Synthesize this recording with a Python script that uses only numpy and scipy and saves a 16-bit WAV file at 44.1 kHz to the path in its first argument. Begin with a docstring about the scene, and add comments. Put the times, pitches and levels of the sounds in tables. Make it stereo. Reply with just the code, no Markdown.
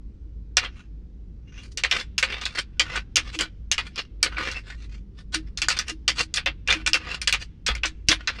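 """A low outdoor rumble and a wavering hum come first and fill every pause. Then two deer
antlers are knocked and ground together by hand inside a small cloth hunting blind.
Their tips (tines) clack and chatter, their rough shafts (beams) scrape, and both set the
same short bone notes ringing. Two dull bumps come near the end.
Two close microphone openings listen from behind."""
import sys
import numpy as np
from scipy import signal
from scipy.fft import rfft, irfft
from scipy.io import wavfile
from scipy.ndimage import uniform_filter1d, map_coordinates

SR = 44100
rng = np.random.default_rng(int(sys.argv[2]) if len(sys.argv) > 2 else 0)


def transcribe(u):
    """Save the signal u as a 16-bit wav file named by the first command-line argument.

    u: samples, shape (n,) or (channels, n), limited to [-1, 1]; the rate is SR.
    q: integer samples, one column per channel.
    """
    v = np.clip(np.atleast_2d(u).T, -1, 1)
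    q = np.round(v * 32767).astype(np.int16)
    wavfile.write(sys.argv[1], SR, q)


N = 370440

# The tone of the outdoor rumble: pitch_hz, relative_db
RUMBLE_TONE = [(18, -14), (35, -2), (75, -6), (120, -16), (160, -14.5), (290, -23.5), (480, -33.5),
               (640, -47), (1400, -52), (2800, -56.5), (5600, -59), (10000, -77)]
# How alike the rumble is on the left and right (1 is the same): pitch_hz, likeness
RUMBLE_LIKENESS = [(60, 0.92), (380, 0.82), (2380, 0.94), (15000, 0.08)]
# The wavering low hum: pitch_hz, width_hz, level_db
LOW_HUM = (53, 9.1, -41)
# Knocks of tine on tine: start_s, level_db, ring_hz, treble_db
TINE_KNOCKS = [(0.569, -12.5, 5680, -7.5), (0.638, -35.5, 1240, -11.5), (0.6486, -27, 3110, -19),
               (1.7735, -27, 4390, 0.5), (1.8363, -14.5, 2700, -13.5), (1.9122, -14.5, 2975, -9.5),
               (1.9204, -27, 3120, -10), (1.9995, -29.5, 4080, -7), (2.1803, -21, 2840, -1),
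               (2.2274, -14, 2170, -11), (2.413, -32.5, 3550, -6), (2.454, -26, 3850, -5.5),
               (2.5739, -27.5, 2080, -13), (2.589, -29, 4930, -1.5), (2.7957, -14, 3060, -3.5),
               (2.958, -24.5, 1572, -11.5), (3.1583, -19, 3100, -0.5), (3.1681, -15, 2810, -5),
               (3.3892, -22.5, 3140, -6.5), (3.409, -29.5, 3180, 6), (3.7152, -18.5, 2810, 0.5),
               (3.7801, -18, 2870, -11), (3.959, -36.5, 3350, -6.5), (3.9825, -32.5, 2850, -4),
               (4.2288, -17.5, 5550, 1), (4.368, -25, 2310, -28.5), (4.3828, -26, 1485, -13),
               (4.5142, -31, 4760, -4), (5.3434, -29, 2780, -1.5), (5.346, -26.5, 1590, 2),
               (5.5742, -30.5, 3560, 1.5), (5.6178, -19.5, 2680, -2.5), (5.685, -20.5, 1510, 1.5),
               (5.7018, -19.5, 4730, -10.5), (5.7152, -26.5, 2700, -6.5), (5.7235, -37.5, 2530, 0),
               (5.7676, -32.5, 3580, -4.5), (5.7895, -20, 4950, -1.5), (5.8816, -32, 2710, -5),
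               (5.896, -42.5, 5200, 9), (6.0792, -15.5, 3114, -0.6), (6.1816, -26.5, 3360, -19.5),
               (6.1921, -26, 2730, -5), (6.34, -29, 3410, 4.5), (6.3601, -29, 5680, 4.5),
               (6.372, -18.5, 3310, -11), (6.46, -15, 2730, -18), (6.675, -26, 2570, -5),
               (6.6847, -17, 2630, -19), (6.7035, -16, 3570, -9.5), (6.7258, -18, 2110, -8.5),
               (6.8631, -16.5, 2730, -4.5), (6.8742, -32, 2500, 7), (6.9325, -18.5, 2880, -2.5),
               (6.9428, -15.5, 2700, -5), (7.1488, -40, 2594, -3.5), (7.216, -29.5, 2377, 1),
               (7.2742, -17, 2876, -2), (7.326, -18.5, 2530, -3), (7.3364, -20, 2476, -15),
               (7.664, -22.5, 5600, 1), (7.6791, -19, 3340, -9.5), (7.751, -31, 2145, -8.5),
               (7.834, -17, 2608, -13.5), (7.856, -27, 5960, 1.5), (8.086, -18, 2790, 2),
               (8.116, -17, 3620, -8), (8.274, -17, 3950, -11)]
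# The notes an antler rings at: pitch_hz, relative_db
BONE_NOTES = [(530, -13), (738, -17.5), (1238, -10), (1480, -5.5), (1728, -12), (1870, -9), (2060, -8),
              (2299, -7), (2460, -6), (2751, -3.5), (3050, -13), (3289, -8), (3500, -3.5), (4050, -7),
              (4550, -12.5), (4980, -15.5)]
# The tone of countless small contacts: pitch_hz, relative_db
CHATTER_TONE = [(120, -57), (200, -30), (310, -23), (420, -16), (745, -15), (1000, -9), (1490, 1),
                (2730, 2.5), (4310, -1.5), (5170, -8), (9280, -27), (15800, -71)]
# Strokes of beam along beam: hardest_press_s, rise_s, fall_s, level_db, treble_db, ring_hz
SCRAPE_STROKES = [(0.63, 0.042, 0.057, -29, -10.5, 2500), (0.788, 0.11, 0.09, -49, 1, 2675),
                  (1.591, 0.14, 0.083, -43.5, 5, 2650), (1.65, .08, 0.056, -50, 12.5, 2200),
                  (1.72, 0.014, 0.034, -59.5, 20, 4400), (1.968, 0.074, 0.07, -22.5, 4.5, 2130),
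                  (2.34, 0.12, 0.09, -26.5, -6.5, 2200), (2.418, 0.023, 0.16, -33, 1.5, 3280),
                  (2.598, 0.092, 0.016, -24.5, 4.5, 4560), (2.978, 0.19, 0.048, -27.5, -3.5, 1530),
                  (3.292, 0.14, 0.044, -39, 3.5, 1700), (3.345, .028, 0.046, -32, 9, 2580),
                  (3.412, 0.016, 0.068, -23, -11.5, 3070), (3.875, .09, 0.061, -43, 2, 1520),
                  (3.992, 0.045, 0.056, -26, 5, 2770), (4.27, 0.049, 0.037, -25, -1.5, 2100),
                  (4.329, 0.096, 0.23, -38.5, -10, 1370), (4.41, 0.033, 0.06, -27, -5.5, 1510),
                  (4.479, 0.1, 0.071, -23.5, 0.5, 2750), (4.572, 0.094, 0.067, -35.5, 3, 2750),
                  (4.714, 0.088, 0.053, -37, 4.5, 1760), (4.841, 0.097, 0.036, -47, 9, 2060),
                  (4.945, 0.089, 0.07, -49, 7.5, 2990), (5.199, 0.06, 0.039, -49.5, 9.5, 2010),
                  (5.344, 0.029, 0.031, -30, 12.5, 3000), (5.478, 0.019, 0.045, -54, 6, 1175),
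                  (5.733, 0.015, .05, -36, -16.5, 2510), (5.779, 0.058, 0.024, -30, 4.5, 3460),
                  (5.899, 0.041, 0.034, -27, 5, 2710), (6.208, 0.063, 0.037, -22, 10, 2820),
                  (6.713, 0.039, 0.1, -21.5, 0.5, 2440), (6.791, 0.023, 0.065, -37, -18, 2760),
                  (7.068, 0.1, 0.16, -31, -10.5, 1230), (7.148, 0.13, 0.023, -29.5, 6, 2700),
                  (7.424, 0.035, 0.028, -31, 10.5, 2650), (7.691, 0.015, 0.061, -22, -16, 3510),
                  (8.117, 0.035, 0.04, -19.5, 9.5, 3300), (8.209, 0.036, 0.065, -42, -6, 1802),
                  (8.299, 0.012, 0.082, -36, -2, 4046), (8.39, 0.17, 0.053, -38, 1.5, 2680)]
# How much louder the left microphone opening is: pitch_hz, left_minus_right_db
LEFT_LOUDER = [(60, -0.5), (130, -2), (290, -1), (640, 4), (1410, 0), (3100, 4.5), (6820, 0), (15000, -0.5)]
# How far the wave at the left opening runs ahead: pitch_hz, lead_radians
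LEFT_AHEAD = [(200, 0.03), (690, -1.34), (1380, 0.97), (2200, -0.07), (3700, -1.5), (5200, -.3),
              (7000, -1.2), (13000, -1.5)]
# Blows that bend the whole beam: start_s, level_db
BEAM_BLOWS = [(2.803, -37), (3.168, -37), (3.358, -30.5), (3.393, -32.5), (4.232, -34), (4.378, -36),
              (5.35, -25), (5.626, -39.5), (5.914, -32.5), (6.082, -38.5), (6.224, -37), (6.461, -34),
              (6.75, -26), (6.875, -32), (6.943, -31.5), (7.848, -33), (8.086, -22), (8.113, -23.5)]
# Dull bumps: start_s, level_db, pitch_hz, fade_s
DULL_BUMPS = [(7.702, -21, 55.4, 0.41), (8.089, -4, 77.8, 0.0099)]

BONE_FADE_S = .085  # hands damp every note alike; a fade time is how long a 60 dB drop takes
SNAP_DB, SNAP_PER_TREBLE, SOFTEST_DB = 1.5, 0.66, -23  # harder contacts snap louder
STROKE_DEPTH_DB, STROKE_CURVE = 30, 1.276  # drop over a rise or fall time; roundness of the swell
TICKS_PER_S = 450  # how often ridges catch in a scrape
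FOCUS_DB = 8  # boost for bone notes near the tine's own note
GLIDE, DETUNE = .035, .03  # share by which rubbed notes slide and shift with the grip
SWAY_SAMPLES, SWAY_DB = .6, .7  # moving hands shift arrival time and left-right balance
BEAM_HZ, BEAM_FADE_S, BEAM_RISE_S = 316.6, 0.22, .01
SPLIT_HZ, TOP_HZ = 5000, 15900  # where the treble begins and ends


def gain_of(db):
    """Turns decibels into a number to multiply by."""
    return 10 ** (np.asarray(db) / 20)


def evened(x):
    """Scales a signal to an average strength (rms) of 1."""
    return x / np.sqrt(np.mean(x ** 2) + 1e-20)


def look_up(table, hz):
    """Reads a table between its rows, on a musical pitch scale."""
    pitches, values = np.transpose(table)
    return np.interp(np.log(hz + 1), np.log(pitches + 1), values)


def add(mix, start_s, sound):
    """Mixes a sound in at a given time."""
    part = mix[round(start_s * SR):][:len(sound)]
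    part += sound[:len(part)]


def outdoor_rumble():
    """Deep noise in which patches of pitch slowly swell and sink."""
    frames, hz = N // 512 + 5, np.fft.rfftfreq(2048, 1 / SR)
    a, b, c, d, patches = rng.standard_normal((frames, 1025, 5)).T
    patches = evened(uniform_filter1d(uniform_filter1d(patches, 6, 0), 20, 1))
    likeness = look_up(RUMBLE_LIKENESS, hz)[:, None]
    left = a + 1j * b
    right = likeness * left + np.sqrt(1 - likeness ** 2) * (c + 1j * d)
    spectra = np.array([left, right]) * gain_of(look_up(RUMBLE_TONE, hz)[:, None] + 1.5 * patches)
    return gain_of(-43) * evened(signal.istft(spectra, nperseg=2048, noverlap=1536)[1][:, :N])


def low_hum():
    """Noise in one narrow low band, heard as a wavering note."""
    hz, width_hz, db = LOW_HUM
    smooth = signal.butter(2, width_hz / 2, fs=SR, output="sos")
    a, b = signal.sosfilt(smooth, rng.standard_normal((2, N)))
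    waver = (a + 1j * b) / ((a ** 2 + b ** 2) ** 0.089 + 1e-12)  # dividing softens the swells
    return gain_of(db) * evened((waver * np.exp(2j * np.pi * hz * np.arange(N) / SR)).real)


def tilt_db(hz, treble_db):
    """Hard tip contacts favour high notes, broad soft ones favour low notes."""
    return 0.18 * (treble_db - 4.0) * np.log2(np.clip(hz, 900, 14000) / 2500)


def focus_db(hz, ring_hz, octaves):
    """Bone notes near the touched tine's own note speak louder."""
    return FOCUS_DB * np.exp(-(np.log2(hz / ring_hz) / octaves) ** 2)


def chatter_bands(noise, treble_db, lumps_db):
    """Shapes noise into bone chatter; returns its body and its treble, equally strong."""
    hz = np.fft.rfftfreq(len(noise), 1 / SR)
    lump_places = np.linspace(np.log(300), np.log(16000), 30)
    lumps = np.interp(np.log(hz + 1), lump_places, rng.standard_normal(30))
    lumps *= lumps_db * np.clip(hz / 1500, .3, 1)
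    spectrum = rfft(noise) * gain_of(look_up(CHATTER_TONE, hz) + lumps + tilt_db(hz, treble_db))
    high = 1 / (1 + (SPLIT_HZ / (hz + 1)) ** 8)
    return [evened(irfft(spectrum * band, len(noise))) for band in (1 - high, high)]


def struck_bone(t, ring_hz, treble_db):
    """A knock starts all the bone notes; each grip and spot weighs and tunes them anew."""
    hz, db = np.transpose(BONE_NOTES)[:, :, None]
    louder, sharper, phase = np.clip(rng.standard_normal((3, len(hz), 1)), -1.5, 1.5)
    strengths = gain_of(db + 4.9 * louder + focus_db(hz, ring_hz, octaves=0.4) + tilt_db(hz, treble_db))
    swell = 1 - np.exp(-t * hz / 2.0)  # low notes take longer to build
    notes = np.sin(2 * np.pi * hz * (1 + 0.022 * sharper) * t + 2 * phase)
    return (strengths * swell * notes).sum(0) / np.sqrt((strengths ** 2).sum())


def contact_snap(t, ring_hz, treble_db):
    """The first touch of two tines: a crack about a millisecond long."""
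    hz = [ring_hz, *[4400, 7400] * rng.uniform(.75, 1.25, 2)]
    tones = gain_of(3.58 * tilt_db(hz, treble_db - 2.5)) @ np.sin(2 * np.pi * np.outer(hz, t))
    age = t / .0005
    pulse = 2 * age * np.exp(1 - age)
    return gain_of(SNAP_DB + SNAP_PER_TREBLE * max(treble_db, SOFTEST_DB)) * pulse * tones


def tine_clacks():
    """Each knock gives a snap, a dying chatter, the bone notes and the struck tine's own note."""
    out, t = np.zeros(N), np.arange(SR // 5) / SR
    for start_s, level_db, ring_hz, treble_db in TINE_KNOCKS:
        body, treble = chatter_bands(rng.standard_normal(len(t)), treble_db, lumps_db=2.0)
        bone = struck_bone(t, ring_hz, treble_db)
        snap = contact_snap(t, ring_hz, treble_db)
        rebounds = signal.fftconvolve(rng.standard_normal(len(t)), np.hanning(90), "same")
        rattle = gain_of(3.94 * evened(rebounds))  # tines bounce back unevenly
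        body *= np.minimum(t / 0.013, 1) * gain_of(-60 * t / 0.1)
        treble *= 0.63 * gain_of(-60 * t / 0.08) + 0.97 * gain_of(-60 * t / 0.024)
        chatter = rattle * (body + gain_of(treble_db) * treble)
        tine = np.sqrt(rattle) * np.sin(2 * np.pi * ring_hz * t)
        tine *= gain_of(-t * 0.17 * max(0, ring_hz - 3600))  # high notes die fast
        ring = (1.27 * bone + 0.54 * tine) * gain_of(-60 * t / BONE_FADE_S)
        add(out, start_s, gain_of(level_db) * (snap + 0.91 * chatter + ring))
    return out


def rubbed_bone(t, ticks, ring_hz, treble_db):
    """Ticks shake the bone notes; the contact wanders, so each note comes and goes."""
    ring, marks = np.zeros(len(t)), t[::2000]
    decay = gain_of(-60 / (.6 * BONE_FADE_S * SR))  # pressed together, antlers ring shorter
    for hz, db in BONE_NOTES:
        wander_db = 5.0 * np.interp(t, marks, rng.standard_normal(15)[:len(marks)])
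        shift, *slide = rng.uniform(-1, 1, 16)
        pitch_hz = hz * (1 + DETUNE * shift + GLIDE * np.interp(t, marks, slide[:len(marks)]))
        wave = np.exp(2j * np.pi * np.cumsum(pitch_hz) / SR)
        tone_db = db + tilt_db(hz, treble_db - 8.5) + focus_db(hz, ring_hz, octaves=0.2)
        kicks = ticks * gain_of(tone_db + wander_db)
        ring += (wave * signal.lfilter([1], [1, -decay], kicks / wave)).imag  # each kick rings on
    return evened(ring)


def beam_scrapes():
    """Ridges of one beam catch on the other: uneven ticks that ring the bone and fizz."""
    out, longest = np.zeros(N), 2 * SR // 3
    fizz_decay = gain_of(-120 / (0.045 * SR))
    for press_s, rise_s, fall_s, level_db, treble_db, ring_hz in SCRAPE_STROKES:
        rise_s, fall_s = np.clip([rise_s, fall_s], .005, .2)
        t = np.arange(-1.5 * rise_s, 1.5 * fall_s, 1 / SR)
        fade_db = STROKE_DEPTH_DB * np.where(t < 0, -t / rise_s, t / fall_s) ** STROKE_CURVE
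        chance, direction, rarity = rng.random((3, longest))[:, :len(t)]
        noise = rng.standard_normal(longest)[:len(t)]
        size = gain_of(3.6 * np.minimum(-np.log(rarity + 1e-9), 4))  # big ticks are rare
        ticks = np.sign(direction - .5) * size * (chance < TICKS_PER_S / SR)
        ticks = np.convolve(ticks, np.hanning(5), "same")  # rounded ridges
        ring = rubbed_bone(t, ticks, ring_hz, treble_db)
        energy = uniform_filter1d(ticks ** 2, size=16) + 1e-9
        grains = evened(np.sqrt(signal.lfilter([1], [1, -fizz_decay], energy)))  # each tick fizzes out
        body, treble = chatter_bands(noise, treble_db - 9.5, lumps_db=4.5)
        treble *= gain_of(treble_db + .12 * fade_db)  # a lighter touch sounds brighter
        fizz = grains * (0.51 * body + 0.13 * treble)
        add(out, press_s + t[0], (0.72 * ring + fizz) * gain_of(level_db - fade_db))
    return out


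def cloth_blind(x):
    """Adds quick reflections from cloth and body that shift as the hands move."""
    t, out = np.arange(1500) / SR, np.array([x, x])
    for k in range(3):  # three sets of reflections take turns
        walls = rng.standard_normal((2, len(t))) * (rng.random((2, len(t))) < .15)
        walls *= gain_of(-60 * t / 0.089)
        walls = signal.lfilter([1, -.7], [1], walls)  # thin walls return mostly treble
        walls /= np.linalg.norm(walls, axis=1, keepdims=True)
        share = np.sqrt(2 / 3) * np.cos(2 * np.pi * (np.arange(N) / SR * 11 + k / 3))
        out += signal.oaconvolve((x * share)[None], walls, axes=1)[:, :N]
    return out


def microphone_openings(stereo):
    """Each opening hears its own level and timing, which sway as the hands move."""
    lag, pan = (evened(uniform_filter1d(uniform_filter1d(noise, 3000), 3000))
                for noise in rng.standard_normal((2, N)))
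    swayed = []
    for channel, side in zip(stereo, (1, -1)):
        shifted = map_coordinates(channel, [np.arange(N) + side * SWAY_SAMPLES * lag / 2], order=3)
        swayed.append(shifted * gain_of(side * SWAY_DB * pan / 2))
    hz = np.fft.rfftfreq(N, 1 / SR)
    left = gain_of(look_up(LEFT_LOUDER, hz) / 2) * np.exp(.5j * look_up(LEFT_AHEAD, hz))
    return irfft(rfft(np.array(swayed)) * np.array([left, 1 / left]), N)


def tree_echo(x):
    """A faint dull tail from the trees beyond the cloth; leaves scatter and blur the notes."""
    t = np.arange(SR // 2) / SR
    tail = signal.lfilter([1], [1, -1.0, .3], rng.standard_normal((2, len(t)))) * gain_of(-60 * t / .7)
    tail *= gain_of(-37.5) / np.linalg.norm(tail[0])
    scatter = evened(signal.fftconvolve(rng.standard_normal(N), np.hanning(60), "same"))
    return signal.oaconvolve((x * scatter)[None], tail, axes=1)[:, :N]


def beam_bending():
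    """The whole beam bends: a low note swells and rings on, unevenly in the moving hand."""
    out, t = np.zeros(N), np.arange(SR // 4) / SR
    note = (1 - np.exp(-t / BEAM_RISE_S)) * np.sin(2 * np.pi * BEAM_HZ * t)
    for start_s, level_db in BEAM_BLOWS:
        grip = gain_of(1.5 * evened(uniform_filter1d(rng.standard_normal(len(t)), 700)))
        add(out, start_s, grip * note * gain_of(level_db - 60 * t / BEAM_FADE_S))
    return out


def frame_bumps():
    """Short low thumps travel through the frame."""
    out, t = np.zeros(N), np.arange(SR // 4) / SR
    for start_s, level_db, hz, fade_s in DULL_BUMPS:
        add(out, start_s, -gain_of(level_db - 60 * t / fade_s) * np.sin(2 * np.pi * hz * t))
    return out


def scene():
    """Antlers in the blind, with their echo and the bumps, over the rumble and hum."""
    antlers = tine_clacks() + beam_bending() + beam_scrapes()
    close = microphone_openings(cloth_blind(antlers))
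    return close + tree_echo(antlers) + frame_bumps() + outdoor_rumble() + low_hum()


def record(dry):
    """The microphone housing dulls the treble, too-loud peaks clip, and the very top is cut off."""
    dulled = signal.sosfilt(signal.butter(2, 13000, fs=SR, output="sos"), dry)
    top_cut = signal.firwin(511, TOP_HZ, window=("kaiser", 9), fs=SR)
    return signal.oaconvolve(np.clip(dulled, -1, 1), top_cut[None], "same")


dry = scene()
out = record(dry)
transcribe(out)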